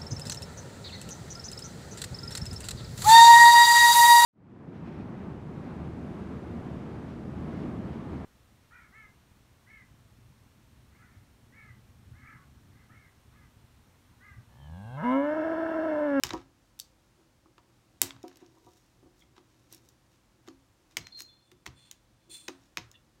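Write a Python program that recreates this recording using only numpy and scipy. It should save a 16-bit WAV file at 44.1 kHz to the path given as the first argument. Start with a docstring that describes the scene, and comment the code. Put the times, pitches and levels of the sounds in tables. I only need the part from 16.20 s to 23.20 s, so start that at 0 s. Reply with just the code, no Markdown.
"""Picking at a plastic ball

In a small quiet room, a child picks at the seam of a hollow plastic ball held against a wooden seat.
Nails and seam snap with short bright cracks, the ball bumps the wood and makes it ring, fingers rub
the shell, and the tight halves squeak thinly and scrape as they are twisted."""
import sys
import numpy as np
from scipy import signal
from scipy.fft import rfft, irfft
from scipy.io import wavfile
from scipy.ndimage import uniform_filter1d

SR = 44100
rng = np.random.default_rng(int(sys.argv[2]) if len(sys.argv) > 2 else 0)


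def waveform_to_disk(signal):
    """Save audio, clipped to [-1, 1], as 16-bit WAV at the path in sys.argv[1]."""
    frames = np.transpose(np.atleast_2d(signal))
    scaled = np.clip(frames, -1, 1) * 32767
    samples = np.round(scaled).astype(np.int16)
    wavfile.write(sys.argv[1], SR, samples)


N = 308700
T = np.arange(N) / SR

# the notes the plastic shell rings at: (pitch [Hz], level [dB])
SHELL_NOTES = [(1040, -3), (1650, -5), (1950, -0.5), (2290, -7.5), (2700, -5.5), (2970, -1.5), (3780, 6.5),
               (4450, -5), (5200, -1.5), (5560, 4.5), (5850, -1), (6600, 3), (7550, -5), (8250, -16.5),
               (9280, -8), (11750, -5.5), (13400, -18.5), (14450, -12.5)]
# the notes the wooden seat rings at: (pitch [Hz], level [dB], time to fade by 60 dB [s])
WOOD_NOTES = [(271.3, -8.5, .45), (328.5, 3.5, .14), (359, 0, .2), (441, -14, .15), (515, -9.5, .13),
              (730, -6, 0.16), (824, -17.5, 0.11), (958, -2.5, .11), (1055, -12, 0.11), (1170, -13, 0.15),
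              (1292, -20, .22)]
# the tone of a slip on the plastic: (frequency [Hz], level [dB])
CRACK_TONE = [(100, -22), (400, -14), (900, -6.5), (1900, -2.5), (3500, -2), (6500, -2.5), (8200, -10),
              (10300, -18), (12000, -14), (16000, -17.5)]


def undb(db):
    """Turn decibels into a number to multiply by."""
    return 10 ** (np.asarray(db) / 20)


def level(x, db):
    """Set a sound's average (rms) level."""
    return x * undb(db) / np.sqrt(np.mean(x ** 2))


def burst(x, db):
    """Give a short sound the energy of a hundredth of a second at this level."""
    return x * undb(db) * np.sqrt(SR / 100 / np.sum(x ** 2))


def fade(t, t60):
    """Die away by 60 dB every t60 seconds."""
    return np.exp(-np.log(1000) * t / t60)


def add(out, s, x):
    """Mix x into out, starting at s seconds."""
    i = max(int(s * SR), 0)
    out[i:i + len(x)] += x[:N - i]


def colour(x, points, size=4096):
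    """Shape the tone of x along a curve of (frequency [Hz], level [dB]) points."""
    hz, db = np.transpose(points)
    grid_hz = np.arange(size // 2 + 1) * SR / size + 1
    log_gain = np.log(undb(np.interp(np.log(grid_hz), np.log(hz), db)))
    # build the filter so that it rings only after a hit, never before
    cepstrum = irfft(log_gain)[:size // 2]
    cepstrum[1:] *= 2
    response = irfft(np.exp(rfft(cepstrum, size)))
    return signal.fftconvolve(x, response)[:len(x)]


def contact(tilt_db, top_db=0):
    """Tone curve of a touch: a higher tilt, in dB per octave, is brighter."""
    return [(hz, tilt_db * np.log2(hz / 3000) + top_db * (hz > 7500)) for hz in (900, 6800, 8200, 12000)]


def resonate(x, hz, width_hz):
    """Let x ring at one pitch; a narrower width rings longer."""
    return signal.lfilter(*signal.iirpeak(hz, hz / width_hz, fs=SR), x)


def wander(rate):
    """A smooth random drift of about 1 either way, with `rate` new values a second."""
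    hold = int(SR / rate)
    steps = np.repeat(rng.standard_normal(N // hold + 1), hold)
    return 1.3 * uniform_filter1d(uniform_filter1d(steps, hold), hold)[:N]


def friction(rate, spread_db):
    """Tiny slips of uneven strength at random moments, about `rate` a second."""
    sizes = undb(spread_db * np.minimum(rng.exponential(size=N), 5))
    happens = rng.random(N) < rate / SR
    return level(happens * sizes * rng.choice([-1, 1], N), 0)


def push(start_s, rise_s, hold_s, fade_db_per_s):
    """Loudness of one push of the fingers: it builds, holds and dies away."""
    t = T - start_s
    return np.clip(t / rise_s, 0, 1) * undb(-fade_db_per_s * np.clip(t - rise_s - hold_s, 0, 1))


def hush(air_db=-66.5, hum_db=-77):
    """Steady room noise, strongest in the bass, with a weak wavering electric hum."""
    # the tone of the quiet room: (frequency [Hz], level [dB])
    air_tone = [(12, -40), (20, -16.5), (43, -3), (86, -5.5), (123, -3), (150, -8.5), (328, -10),
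                (399, -22), (527, -13.5), (624, -18.5), (976, -18.5), (2140, -24.5), (6360, -28),
                (14700, -38), (16000, -40)]
    air = level(colour(rng.standard_normal(N), air_tone), air_db) * undb(0.8 * wander(3.4))
    hum = level(np.sin(2 * np.pi * 119.7 * T), hum_db) * undb(4.7 * wander(5.6))
    return air + hum


def room(x, tail_db=-9.5, echo_db=-12, size=22050):
    """Near surfaces send back two smeared echoes; a short tail follows and loses its treble first."""
    # how the walls tint the sound: (frequency [Hz], level [dB])
    wall_tone = [(100, -1.5), (500, 1.5), (1000, 0), (2000, -3.5), (5000, -0.5), (9000, -3.5), (16000, -4)]
    t, noise = np.arange(size) / SR, rng.standard_normal(size)
    low = signal.sosfiltfilt(signal.butter(2, 1800, fs=SR, output="sos"), noise)
    below_top = signal.sosfiltfilt(signal.butter(2, 8000, fs=SR, output="sos"), noise)
    middle, high = below_top - low, noise - below_top
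    tail = low * fade(t, t60=.41) + middle * fade(t, t60=.23) + high * fade(t, t60=.16)
    tail *= np.clip((t - .002) / .008, 0, 1)  # builds up over 8 ms
    echo_shape = sum(np.exp(-((t - delay_s) / .002) ** 2) for delay_s in (.0102, .0168))
    echoes = rng.standard_normal(size) * echo_shape
    response = tail * undb(tail_db) / np.linalg.norm(tail)
    response += echoes * undb(echo_db) / np.linalg.norm(echoes)
    return signal.fftconvolve(x, colour(response, wall_tone))[:N]


def rolling(creep_db=-78, waver_db=3):
    """The ball creeps on the seat and keeps the wood murmuring, louder when it rolls."""
    # small rolls of the ball: (middle [s], half length [s], level [dB])
    rolls = [(0.998, 0.043, -67.5), (2.195, 0.21, -61), (2.444, 0.18, -63.5), (2.862, 0.065, -69),
             (3.048, 0.18, -72.5), (3.605, 0.2, -70.5), (6.106, 0.053, -69)]
    grains = friction(rate=120, spread_db=1)
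    wood = sum(undb(db - 4.5 * np.log2(hz / 350)) * resonate(resonate(grains, hz, 22), hz, 160)
               for hz, db, _ in WOOD_NOTES)
    motion = np.full(N, undb(creep_db))
    for s, half_s, db in rolls:
        add(motion, s - half_s, undb(db) * np.hanning(int(2 * half_s * SR)))
    return level(wood, 0) * motion * undb(waver_db * wander(12))


def jolts(t60=0.27, rise_s=0.017, size=22050):
    """A dull thump swells through arms and seat after a strong snap or a change of grip."""
    # jolts of the hands: (time [s], level [dB])
    thumps = [(0.037, -41.5), (.11, -41), (1.817, -44), (1.93, -50), (2.269, -57.5), (2.455, -59),
              (2.82, -56.5), (3.08, -57.5), (4.771, -45), (5.32, -58), (5.462, -44), (6.568, -44)]
    # their deep tone: (frequency [Hz], level [dB])
    thump_tone = [(25, -29), (48, -3), (80, -1), (130, 5), (200, -12), (400, -16), (1000, -47), (4000, -86)]
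    out, t = np.zeros(N), np.arange(size) / SR
    swell = fade(t, t60) * (1 - np.exp(-t / rise_s))
    for s, db in thumps:
        add(out, s, burst(colour(rng.standard_normal(size) * swell, thump_tone), db))
    return out


def bumps(spot_lift_db=5.5, spot_octaves=0.24, scatter_db=2.5, press_s=0.0016, size=22050):
    """The wood rings and thuds under each bump; soft bumps stir mostly its lowest notes."""
    # the ball hits the seat:
    # (time [s], level [dB], hardness [dB per octave], struck spot's note [Hz], thud against ring [dB])
    hits = [(.04, -42.5, 1, 323, -8), (.109, -44, -7, 325, -5), (.126, -40, -2, 510, -4),
            (.1355, -28, 1, 970, -9), (1.258, -56.5, -4, 330, -3), (1.38, -59.5, 11, 965, -4),
            (1.821, -37.5, -2.5, 270, -13), (2.038, -37.5, -2.5, 732, -15), (2.223, -47.5, -2.5, 316, -18),
            (2.365, -60, 3.5, 960, -16), (2.465, -51, 4, 840, -24), (2.828, -56.5, -21, 270, -7),
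            (3.178, -53.5, -2, 364, -14), (3.525, -55, -3, 325, -14), (4.279, -42.5, -8, 270, -20),
            (4.773, -47.5, -0.5, 270, 1), (5.008, -58, -4, 364, -10), (5.319, -55, -9, 357, -14),
            (5.465, -50.5, 3.5, 1184, -6), (6.2837, -37.5, -7.5, 360, -3), (6.575, -43.5, 4, 364, -3.5)]
    # the dull thud: (frequency [Hz], level [dB])
    thud_tone = [(60, -16.5), (180, -10), (300, 2), (550, -5), (1200, -6.5), (1700, -20), (5000, -40.5)]
    out, t = np.zeros(N), np.arange(size) / SR
    hz, note_db, t60 = np.transpose(WOOD_NOTES)
    for s, db, hard_db, spot_hz, thud_db in hits:
        detuned_hz = hz * (1 + .004 * rng.standard_normal(len(hz)))
        notes = np.sin(2 * np.pi * np.outer(detuned_hz, t)) * fade(t, t60[:, None])
        # each spot on the seat favours the notes near its own
        spot_db = spot_lift_db * np.exp(-(np.log2(hz / spot_hz) / spot_octaves) ** 2)
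        spot_db += scatter_db * rng.standard_normal(len(hz))
        ring = undb(note_db + spot_db + hard_db * np.log2(hz / 350)) @ notes
        # the ball pressing on the wood soon takes the first strength out of the ring
        ring *= (1 + undb(-3) * fade(t, t60=.01)) * (1 - np.exp(-t / press_s)) ** 2
        thud = colour(rng.standard_normal(size) * fade(t, t60=.078), thud_tone)
        add(out, s, burst(burst(ring, 0) + burst(thud, thud_db), db))
    return signal.sosfilt(signal.butter(2, 170, "high", fs=SR, output="sos"), out)


def rubs(catch_db=-1):
    """Skin and nails drag over the shell in grainy swells; it ticks whenever a nail catches."""
    # finger strokes: (middle [s], half length [s], level [dB], brightness [dB per octave])
    strokes = [(0.164, 0.099, -58, -5.5), (1.86, 0.063, -52, -1.5), (2.126, 0.29, -68, -4.5),
               (2.51, 0.33, -72, 2), (2.993, 0.065, -71.5, 3.5), (3.174, 0.028, -63, -6),
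               (3.369, 0.22, -77.5, 0.5), (3.536, 0.053, -58, 1.5), (3.664, .12, -74, 3),
               (3.938, 0.043, -71.5, -0.5), (4.281, 0.043, -65.5, -5), (4.719, 0.022, -64.5, -2.5),
               (4.993, 0.033, -51.5, 2.5), (6.432, 0.1, -73, -1)]
    catches = friction(rate=49, spread_db=-1)
    ticks = sum(undb(db) * resonate(catches, hz, 170) for hz, db in SHELL_NOTES)
    grains = colour(friction(rate=2300, spread_db=2), CRACK_TONE)
    rubbing = level(grains, 0) + level(ticks, catch_db)
    out = np.zeros(N)
    for s, half_s, db, tilt_db in strokes:
        start, count = s - half_s, int(2 * half_s * SR)
        stroke = rubbing[int(start * SR):][:count]
        add(out, start, level(colour(stroke, contact(tilt_db)), db) * np.hanning(len(stroke)))
    return out


def chirps(width_hz=200):
    """A fingertip sticks and slips on the shell, ringing briefly around one pitch."""
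    # fingertip skids: (middle [s], half length [s], pitch [Hz], level [dB])
    skids = [(3.013, .005, 3430, -63.5), (3.023, 0.0041, 3270, -59), (3.024, 0.0048, 2050, -58.5),
             (6.754, 0.023, 3500, -62), (6.756, .022, 2830, -62.5), (6.747, 0.026, 1840, -68.5)]
    out, slips = np.zeros(N), friction(rate=7000, spread_db=-2)
    for s, half_s, hz, db in skids:
        start, count = s - half_s, int(2 * half_s * SR)
        ringing = resonate(resonate(slips, hz, width_hz), hz, 2 * width_hz)
        tone = ringing[int(start * SR):][:count]
        add(out, start, level(tone, db) * np.hanning(len(tone)))
    return out


def scrapes(hiss_db=-18, waver_db=1.5, fade_db_per_s=146.5):
    """Crowded slips make the seam ring and hiss; each twist has its own loudness and brightness."""
    # the notes the sliding seam rings at: (pitch [Hz], width [Hz], level [dB])
    seam_notes = [(2710, 400, -17), (3495, 65, 4.5), (4190, 160, -1), (7400, 360, -12), (8680, 92, 0),
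                  (8980, 120, -5), (12900, 600, -19.5), (15300, 500, -16)]
    # the overall tone of a scrape: (frequency [Hz], level [dB])
    scrape_tone = [(1000, 0.5), (7000, 2.5), (9300, 1), (10200, -9), (14800, -6.5), (16000, -18)]
    # twists of the halves: (start [s], rise [s], hold [s], level [dB], brightness [dB per octave])
    twists = [(5.223, 0.022, 0.044, -81.5, 3), (5.536, .06, 0.06, -64.5, -3),
              (5.97, 0.05, 0.055, -78.5, -7), (6.094, 0.011, 0.042, -47, 2.5)]
    out, slips = np.zeros(N), friction(rate=11000, spread_db=2.5)
    rim = sum(undb(db) * resonate(slips, hz, width_hz) for hz, width_hz, db in seam_notes)
    seam = colour(rim + undb(hiss_db) * resonate(slips, 7800, 8000), scrape_tone)
    for s, rise_s, hold_s, db, tilt_db in twists:
        out += level(colour(seam, contact(tilt_db)), db) * push(s, rise_s, hold_s, fade_db_per_s)
    return out * undb(waver_db * wander(90))


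def squeaks(rise_s=0.0067, waver_hz=14, flutter_db=1, rough_db=-5):
    """The tight seam sings on one of its notes: a thin, fluttering tone with a rough edge."""
    # squeaky twists: (start [s], hold [s], pitch [Hz], level [dB], fade [dB per s])
    twists = [(4.797, .008, 4200, -62, 600), (4.837, .03, 4190, -60, 300),
              (4.919, 0.0097, 4212, -49.5, 2010.5), (4.943, 0.035, 4200, -49, 128),
              (4.904, .04, 3540, -72, 200), (5.08, 0.033, 3500, -66, 249.5),
              (5.15, 0.13, 3515, -77.5, 103.5), (5.178, 0.034, 4212, -73, 200)]
    out = np.zeros(N)
    for s, hold_s, hz, db, fade_db_per_s in twists:
        phase = 2 * np.pi * np.cumsum(hz + waver_hz * wander(120)) / SR
        rough = resonate(resonate(rng.standard_normal(N), hz, 110), hz, 450)
        tone = level(np.sin(phase), db) + level(rough, db + rough_db)
        out += tone * push(s, rise_s, hold_s, fade_db_per_s)
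    return out * undb(flutter_db * wander(60))


def snaps(grit_db=2, spike_db=-2, scatter_db=2, size=2048):
    """A nail slips off an edge and the shell rings; returns the sound sent ahead and all around."""
    # snaps of nail and seam: (time [s], level [dB], brightness [dB per octave],
    # boost above 8 kHz [dB], slip length [s], struck spot's note [Hz], lowest pitch [Hz])
    picks = [(0.0358, -26, -1, 4, 0.0037, 2980, 300), (0.049, -45.5, -2.5, -11, .002, 1180, 600),
             (0.068, -43, -0.5, 2, .003, 3000, 900), (0.0916, -49.5, -1, 5, .0015, 5600, 1500),
             (0.0938, -49, -3, 0, .0015, 2010, 900), (.1065, -38, -5, -5, 0.0052, 3940, 600),
             (0.1344, -44, -2.5, -8, .0015, 5360, 600), (0.5917, -49.5, 2, 12.5, 0.0031, 5500, 2200),
             (.599, -38.5, 3, 1, 0.0022, 4530, 3900), (1.381, -58.5, -8.5, 0, 0.0041, 1320, 400),
             (1.8169, -19, 2.5, 10, 0.0016, 14600, 397), (1.907, -46.5, -5.5, -19, 0.0021, 3400, 710),
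             (1.9645, -60, -8, -9, .003, 980, 500), (2.03, -57.5, 2.5, -0.5, 0.0018, 5400, 2000),
             (2.081, -57, 0, 5, 0.0014, 5420, 1200), (2.114, -63.5, -10, -6, .003, 1780, 1000),
             (2.158, -63.5, 1, 0, 0.0019, 5500, 2000), (2.171, -60, 2, 5, 0.0018, 6260, 2500),
             (2.263, -65.5, -2, -3, .002, 6240, 3000), (3.18, -60.5, -4.5, -2, .005, 1180, 500),
             (3.526, -50, 8, 8, 0.0047, 5700, 1800), (3.547, -54.5, 7.5, 9.5, 0.0029, 5430, 3500),
             (3.579, -67, -1.5, -1, 0.0022, 6700, 3000), (3.6884, -60.5, 10, -4, 0.0036, 7200, 3000),
             (4.276, -55.5, -3.5, 0, 0.0031, 2030, 600), (4.285, -55, 4, -12, .002, 1180, 600),
             (4.7693, -31, 0.4, 0, 0.0042, 2236, 710), (4.8695, -48.5, -0.5, -6, .0027, 3960, 695),
             (5.0052, -44, 3, 2, 0.0013, 4150, 600), (5.02, -48, 9, 1, 0.0036, 6820, 1500),
             (5.3163, -59, -0.5, 4.5, 0.0039, 3740, 695), (5.4592, -57.5, -2.5, 1.5, .0015, 2090, 1504),
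             (5.4634, -41.5, -3, 4.5, 0.0055, 2120, 700), (5.475, -53, -3.5, -5, 0.0034, 2700, 1800),
             (5.7127, -46.5, -0.5, 7.5, 0.0026, 6910, 1400), (6.281, -46.5, 1, 0, 0.0021, 2270, 1200),
             (6.2831, -38.5, -3.5, -4, 0.0034, 2550, 400), (6.572, -32.5, -2.5, -2.5, 0.00099, 2510, 1110),
             (6.5812, -46, -2, -10, .002, 5470, 1200), (6.715, -57, 6, -3, 0.00082, 5200, 2000)]
    ahead, around, t = np.zeros(N), np.zeros(N), np.arange(size) / SR
    hz, note_db = np.transpose(SHELL_NOTES)
    # the release itself is one sharp spike
    spike = colour(np.diff(np.exp(-t / 0.000088), prepend=0), CRACK_TONE)
    smooth_click = colour(signal.unit_impulse(size), CRACK_TONE)
    for s, db, tilt_db, top_db, slip_s, spot_hz, lowest_hz in picks:
        # each spot on the ball favours other notes, and the grip detunes them
        gains = undb(note_db + scatter_db * rng.standard_normal(len(hz)))
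        gripped_hz = hz * (1 + 0.021 * rng.standard_normal(len(hz)))
        phase = 2 * np.pi * (np.outer(gripped_hz, t) + rng.random((len(hz), 1)))
        ring = gains @ np.sin(phase) * fade(t, t60=.011) * (1 - np.exp(-t / 0.00019))
        grit = colour(rng.standard_normal(size) * np.exp(-(t / slip_s) ** 2), CRACK_TONE)
        crack = burst(ring, 0) + burst(grit, grit_db) + burst(spike, spike_db)
        # a small piece of the rim gives off little below its lowest pitch
        low_cut = signal.butter(3, lowest_hz, "high", fs=SR, output="sos")
        for track, sound in ((ahead, crack), (around, smooth_click)):
            shaped = signal.sosfilt(low_cut, colour(sound, contact(tilt_db, top_db)))
            add(track, s, burst(shaped, db))
        # the struck spot adds its own note, weaker the higher it is
        spot_note = np.sin(2 * np.pi * spot_hz * t) * fade(t, t60=.014)
        add(ahead, s, burst(spot_note, db - 3 - 3 * np.log2(spot_hz / 2300)))
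    return ahead, around


def snaps_in_room(ahead_db=-6, around_db=-4.5):
    """The walls answer each crack, and also the smoother sound the shell sends in other directions."""
    ahead, around = snaps()
    return ahead + undb(ahead_db) * room(ahead) + undb(around_db) * room(around)


def scene():
    """All the handling sounds over the room's hush, in one channel."""
    sliding = rubs() + chirps() + scrapes()
    plastic = snaps_in_room() + sliding + room(sliding) + squeaks()
    seat = bumps() + jolts() + rolling()
    return (plastic + seat + hush())[None]


def record(dry, lowest_hz=35, highest_hz=16200):
    """The phone drops the deepest bass and the highest treble."""
    bass_cut = signal.sosfilt(signal.butter(6, lowest_hz, "high", fs=SR, output="sos"), dry)
    return signal.sosfilt(signal.ellip(8, .2, 70, highest_hz, fs=SR, output="sos"), bass_cut)


dry = scene()
out = record(dry)
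waveform_to_disk(out)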